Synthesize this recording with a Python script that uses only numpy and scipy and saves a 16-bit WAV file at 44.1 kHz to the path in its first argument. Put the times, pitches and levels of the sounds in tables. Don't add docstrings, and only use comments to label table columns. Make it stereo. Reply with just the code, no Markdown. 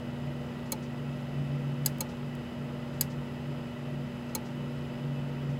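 import sys
import numpy as np
from scipy import signal
from scipy.fft import rfft, irfft, next_fast_len
from scipy.io import wavfile

SR = 44100
rng = np.random.default_rng(int(sys.argv[2]) if len(sys.argv) > 2 else 0)


def to_wav(s):
    ch = np.atleast_2d(s).T
    pcm = np.round(np.clip(ch, -1, 1) * 32767)
    wavfile.write(sys.argv[1], SR, pcm.astype(np.int16))


N = 246519
TIME = np.arange(N) / SR
BURST_TIME = np.arange(SR // 3) / SR
LEFT_LAG_SAMPLES = 12


def from_db(db):
    return 10 ** (np.asarray(db) / 20)


def unit_level(x):
    return x / np.sqrt(np.mean(x ** 2) + 1e-20)


def drift(rate_hz):
    step, warm_up = 50, 2000
    pole = np.exp(-2 * np.pi * rate_hz * step / SR)
    noise = rng.standard_normal(N // step + warm_up + 2)
    slow = signal.lfilter([1], [1, -2 * pole, pole * pole], noise)[warm_up:]
    return np.interp(np.arange(N) / step, np.arange(len(slow)), unit_level(slow))


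def band(x, low_hz, high_hz):
    return signal.sosfilt(signal.butter(2, [low_hz, high_hz], "band", fs=SR, output="sos"), x)


def dying_noise(fade_s, channels=2):
    burst = rng.standard_normal((channels, len(BURST_TIME))) * from_db(-60 * BURST_TIME / fade_s)
    return burst / np.sqrt(np.sum(burst ** 2, axis=1, keepdims=True))


def from_right(x):
    left, right = x * np.ones((2, 1))
    late_left = np.concatenate([np.zeros(LEFT_LAG_SAMPLES), left[:-LEFT_LAG_SAMPLES]])
    return np.array([late_left, right])


def play_at(events, sound):
    triggers = np.zeros((1, N))
    for start_s, gain_db in events:
        triggers[0, round(start_s * SR)] = from_db(gain_db)
    return signal.fftconvolve(triggers, sound, axes=1)[:, :N]


# pitch_hz, left_db_per_hz, right_db_per_hz, direct_share (0 is all scattered, 1 all direct)
STEADY_HISS = [(32, -95, -90, 0.55), (44, -72.5, -74.5, 1), (185, -71, -69.5, 1), (290, -76, -78, 1),
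               (483, -76, -76, 0), (824, -79, -80, 0.34), (1190, -82, -81, 0.1), (1750, -82.5, -85, 0.2),
               (2960, -86.5, -91, 0), (3330, -92, -94.5, 0.3), (6450, -101, -101, 0.36),
               (6770, -104.5, -104.5, 1), (15800, -110, -110, 1), (15850, -135, -135, 1)]
# pitch_hz, width_hz, left_boost_db, right_boost_db, left_phase_rad
HISS_PEAKS_AND_DIPS = [(172, 29, 5, 4.5, 0), (203, 16, 8, 7.5, 0), (372, 60, 10, 3, -0.3),
                       (482, 27, 8, 8, -1), (606, 19, 16, 5, -1.5), (632, 20, 6, 0, 0), (718, 18, 6, 6, 0),
                       (750, 24, -7, -1, 0), (800, 70, 5, 0, 0), (918, 84, 5, 2, -0.16),
                       (1040, 90, 3, -1.5, 0), (1130, 40, -4, 0, 0), (1210, 70, -1, 3.5, 0),
                       (1325, 110, 8, 3, -1.6), (1362, 60, 0, 6, 0), (1610, 70, 2, 3, 0),
                       (1670, 100, -3, 0, 0), (1963, 160, 6, 4.5, 3.5), (2065, 90, 0, -5, 0),
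                       (2150, 80, 0, 3.5, 0), (2370, 80, -3, -2, 0), (2500, 150, 3, 0, -1),
                       (2622, 60, 4, 3, -1), (2692, 50, 4.5, 0, -1), (2900, 300, 0, 4, 0),
                       (3035, 90, 6, 1, -1.5), (3280, 90, 5.5, 0, 0), (3700, 250, 3, 0, 0),
                       (5020, 280, 7, 4, 1.5), (8500, 900, 3, 3, 0), (10550, 200, 5.5, 5.5, 0),
                       (11050, 150, -3, -3, 0), (11700, 250, 5.5, 5.5, 0), (12300, 150, 4, 4, 0),
                       (13200, 250, -4, -4, 0), (14550, 200, -7, -7, 0), (15400, 350, 4.5, 4.5, 0)]

def fan_hiss():
    size = next_fast_len(N)
    hz = np.maximum(np.arange(size // 2 + 1) * SR / size, 1)
    pitch_hz, *columns = np.transpose(STEADY_HISS)
    left_db, right_db, direct_share = [np.interp(np.log(hz), np.log(pitch_hz), c) for c in columns]
    level_db = np.array([left_db, right_db])
    left_phase = -2 * np.pi * hz * LEFT_LAG_SAMPLES / SR
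    for centre_hz, width_hz, left_boost_db, right_boost_db, phase_rad in HISS_PEAKS_AND_DIPS:
        nearness = 1 / (1 + (2 * (hz - centre_hz) / width_hz) ** 2)
        level_db = level_db + nearness * np.array([[left_boost_db], [right_boost_db]])
        left_phase = left_phase + nearness * phase_rad
        direct_share = np.maximum(direct_share, 0.59 * nearness)
    shared, *separate = rfft(rng.standard_normal((3, size)))
    direct = np.sqrt(direct_share) * np.array([shared * np.exp(1j * left_phase), shared])
    scattered = np.sqrt(1 - direct_share) * np.array(separate)
    hiss = irfft((direct + scattered) * from_db(level_db) * np.sqrt(SR / 2), size)[:, :N]
    return hiss * from_db(.2 * drift(rate_hz=2.2))


# pitch_hz, left_db, right_db, left_lead_rad, waver_db
HUM_TONES = [(82.3, -58, -58.5, .3, 2.5), (120, -49, -54, 0, 1.5), (240, -41, -42, -0.15, 0.22),
             (328.3, -55.5, -57.5, 0.83, 2.5), (344.5, -61, -61.5, .5, 3), (360, -63, -63, .5, 2),
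             (410, -64, -64.5, -.5, 2.5), (431, -72, -64, 0, 3), (490, -57, -56.5, -1.77, 2.5),
             (574.2, -49.5, -57, 1.54, 1), (834, -70, -69, 0, 3), (2624, -70, -80, 2.5, 1.5),
             (2952, -62.5, -72, 0, 2)]

def hum():
    tones = np.zeros((2, N))
    for pitch_hz, left_db, right_db, left_lead_rad, waver_db in HUM_TONES:
        phase = 2 * np.pi * (pitch_hz * TIME + rng.random()) + np.array([[left_lead_rad], [0]])
        level_db = np.array([[left_db], [right_db]]) + waver_db * drift(rate_hz=5.1)
        tones += np.sqrt(2) * from_db(level_db) * np.sin(phase)
    return tones


# time_s, level_db
FAN_SWELLS = [(0, -48), (.3, -37), (.45, -42.5), (.8, -45.5), (.92, -39.5), (1.33, -38.5), (1.46, -35),
              (1.97, -36), (2.11, -49), (2.21, -38), (2.38, -40.5), (2.46, -60), (2.63, -38.5), (2.87, -46),
              (2.96, -36.5), (3.32, -40.5), (3.48, -37), (3.74, -44), (3.93, -37), (4.42, -48.5),
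              (4.53, -40.5), (4.98, -41), (5.08, -34), (5.59, -35.5)]

def big_fan(pitch_hz=142.5, wander_hz=0.72, waver_db=2):
    time_s, swell_db = np.transpose(FAN_SWELLS)
    phase = 2 * np.pi * np.cumsum(pitch_hz + wander_hz * drift(rate_hz=1.6)) / SR
    level_db = np.interp(TIME, time_s, swell_db) + waver_db * drift(rate_hz=7.4)
    tone = from_db(level_db) * np.sin(phase)
    octave_db = level_db + np.array([[-14.5], [-21.5]])
    octave = from_db(octave_db) * np.sin(2 * phase)
    return from_right(np.sqrt(2) * (tone + octave))


# start_s, level_db
FAINT_TICKS = [(1.8522, -28), (1.9853, -29), (2.3525, -32)]

def ticks():
    return play_at(FAINT_TICKS, np.ones((2, 1)))


# start_s, gain_db
BUTTON_CLICKS = [(.655, -51), (.822, -45.5), (2.085, -46), (2.935, -51), (3.098, -45.5), (4.285, -51),
                 (4.452, -46), (5.490, -52)]

def far_button(rise_s=0.011, fade_s=0.12):
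    puff = (1 - np.exp(-BURST_TIME / rise_s)) * from_db(-60 * BURST_TIME / fade_s)
    hiss = unit_level(band(rng.standard_normal((2, N)), 3800, 6940))
    return play_at(BUTTON_CLICKS, puff[None]) * hiss


# pitch_hz, fade_s, pull_in_db, drop_out_db, left_over_right_db, drop_out_delay_ms
RELAY_TONES = [(300, .07, -44, -32, -2, 1), (445, .05, -44, -29, 5, 0), (530, .07, -41, -29, 4, 1),
               (865, .075, -43, -27.5, -2, 6.5), (930, .05, -40, -30, 1, 2), (1010, .035, -44, -30, 2, 0),
               (1110, .03, -42, -33, 3, 1), (1250, .04, -38, -29, 4, 3), (1370, .05, -36, -33, 2, 2),
               (1650, .08, -37, -48, 3, 1), (1950, .035, -39, -42, 3, 1), (2260, .045, -40, -30.5, 5, 1),
               (2620, .03, -42, -39, 5, 1), (3350, .03, -40, -40, 0, 1), (4020, .04, -43, -37, 3, 3),
               (4240, .042, -43, -33.5, 4, 3), (4340, .03, -34, -35, 4, 1), (4860, .028, -24.5, -39, 3, 1),
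               (5005, .034, -26, -37, 3, 2), (5190, .03, -36, -36, 3, 3), (5400, .03, -48, -35, 3, 2),
               (5680, .035, -50, -34, 3, 1), (5920, .03, -52, -36, 3, 3), (6140, .035, -50, -35, 3, 2),
               (6520, .032, -31, -26.5, 2, 0), (6810, .022, -30, -40, 3, 0), (6950, .022, -29, -37, 3, 0),
               (7390, .026, -34, -33, 2, 0), (7820, .028, -25.5, -35, 2, 0), (8265, .03, -34, -29, 0, 1.5),
               (8750, .025, -40, -44, -1, 1), (9390, .015, -27, -34, 0, 0), (9900, .013, -25, -28, 0, 0),
               (10510, .02, -27, -33, 0, 1), (10810, .022, -32, -34, 0, 1), (11190, .02, -27, -36, 0, 1),
               (11420, .02, -25, -42, 0, 2), (11580, .024, -24.5, -38, 0, 2), (11850, .02, -21, -38, 0, 2),
               (12550, .019, -24, -38, 0, 2), (12970, .02, -19, -43, 0, 2), (13350, .02, -34, -40, 0, 2),
               (13900, .022, -30, -40, 0, 1), (14460, .03, -32, -37, 0, 0), (14630, .032, -30, -40, 0, 0),
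               (14900, .026, -33, -33, 0, 0), (15250, .028, -31, -35, 0, 0)]

def relay_ring(dropping_out):
    pitch_hz, fade_s, pull_db, drop_db, pan_db, drop_delay_ms = np.transpose(RELAY_TONES)[:, :, None]
    level_db = drop_db if dropping_out else pull_db
    start_s = .0005 + (drop_delay_ms / 1000 if dropping_out else 0)
    age_s = np.maximum(BURST_TIME - start_s, 0)
    strength = from_db(level_db) / np.sqrt(np.sum(from_db(2 * level_db)))
    pan = from_db(np.array([pan_db, -pan_db]) / 2)
    rise_s = np.minimum(.006 * (1000 / pitch_hz) ** 1.7, .008)
    envelope = (1 - np.exp(-age_s / rise_s)) * from_db(-60 * age_s / fade_s)
    phase = 2 * np.pi * rng.random(pitch_hz.shape)
    phase = phase + .2 * rng.standard_normal((2, *pitch_hz.shape))
    return np.sum(strength * pan * envelope * np.sin(2 * np.pi * pitch_hz * age_s + phase), axis=1)


def relay_cracks(touches, boost_db=5.5, range_hz=(5600, 17000)):
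    cracks = np.zeros(len(BURST_TIME))
    for delay_s, gain_db in touches:
        burst = dying_noise(fade_s=.0045, channels=1)[0]
        crack = band(band(burst, *range_hz), *range_hz)
        start = round(delay_s * SR)
        cracks[start:] += from_db(gain_db + boost_db) * crack[:len(cracks) - start]
    return cracks


def relay_click(touches, ring, panel_db, panel_delay_s, room_db):
    cracks = relay_cracks(touches)
    rattle = dying_noise(fade_s=0.11) * (BURST_TIME > panel_delay_s)
    panel = from_db(panel_db) * band(rattle, 350, 5540)
    cabinet = from_db(3) * dying_noise(fade_s=0.02, channels=1) * (BURST_TIME > 0.0029)
    cabinet = band(band(cabinet, 1000, 16500), 1000, 16500)
    room = from_db(room_db) * band(dying_noise(fade_s=.115), 420, 14500)
    cabinet_echo = from_right(signal.fftconvolve(cracks[None], cabinet, axes=1))
    reaching_walls = from_db(-10) * ring + cracks
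    echoes = cabinet_echo + signal.fftconvolve(reaching_walls, room, axes=1)
    return from_right(ring + cracks) + panel + echoes[:, :len(BURST_TIME)]


# delay_s, gain_db
PULL_IN_TOUCHES = [(.0002, -23), (.0008, -2), (.0015, -3)]
DROP_OUT_TOUCHES = [(.0003, -7), (.0010, 2), (.0031, 2.5), (.0045, -2), (.0066, -10)]
# start_s, gain_db
PULL_INS = [(1.8598, -4), (3.0095, -4)]
DROP_OUTS = [(.7197, -16), (2.0056, -16.5), (4.3496, -16.5)]

def relay():
    pull_ring = from_db(-4.5) * relay_ring(dropping_out=False)
    pull_click = relay_click(PULL_IN_TOUCHES, pull_ring, panel_db=0, panel_delay_s=0, room_db=-12)
    drop_ring = from_db(.5) * relay_ring(dropping_out=True)
    drop_click = relay_click(DROP_OUT_TOUCHES, drop_ring, panel_db=6, panel_delay_s=.001, room_db=-17)
    return play_at(PULL_INS, pull_click) + play_at(DROP_OUTS, drop_click)


def scene():
    return relay() + far_button() + ticks() + big_fan() + hum() + fan_hiss()


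def record(dry):
    microphones = signal.butter(10, 17500, fs=SR, output="sos")
    steep_cut = signal.cheby2(22, 40, 16887, fs=SR, output="sos")
    return signal.sosfilt(steep_cut, signal.sosfilt(microphones, dry))


dry = scene()
out = record(dry)
to_wav(out)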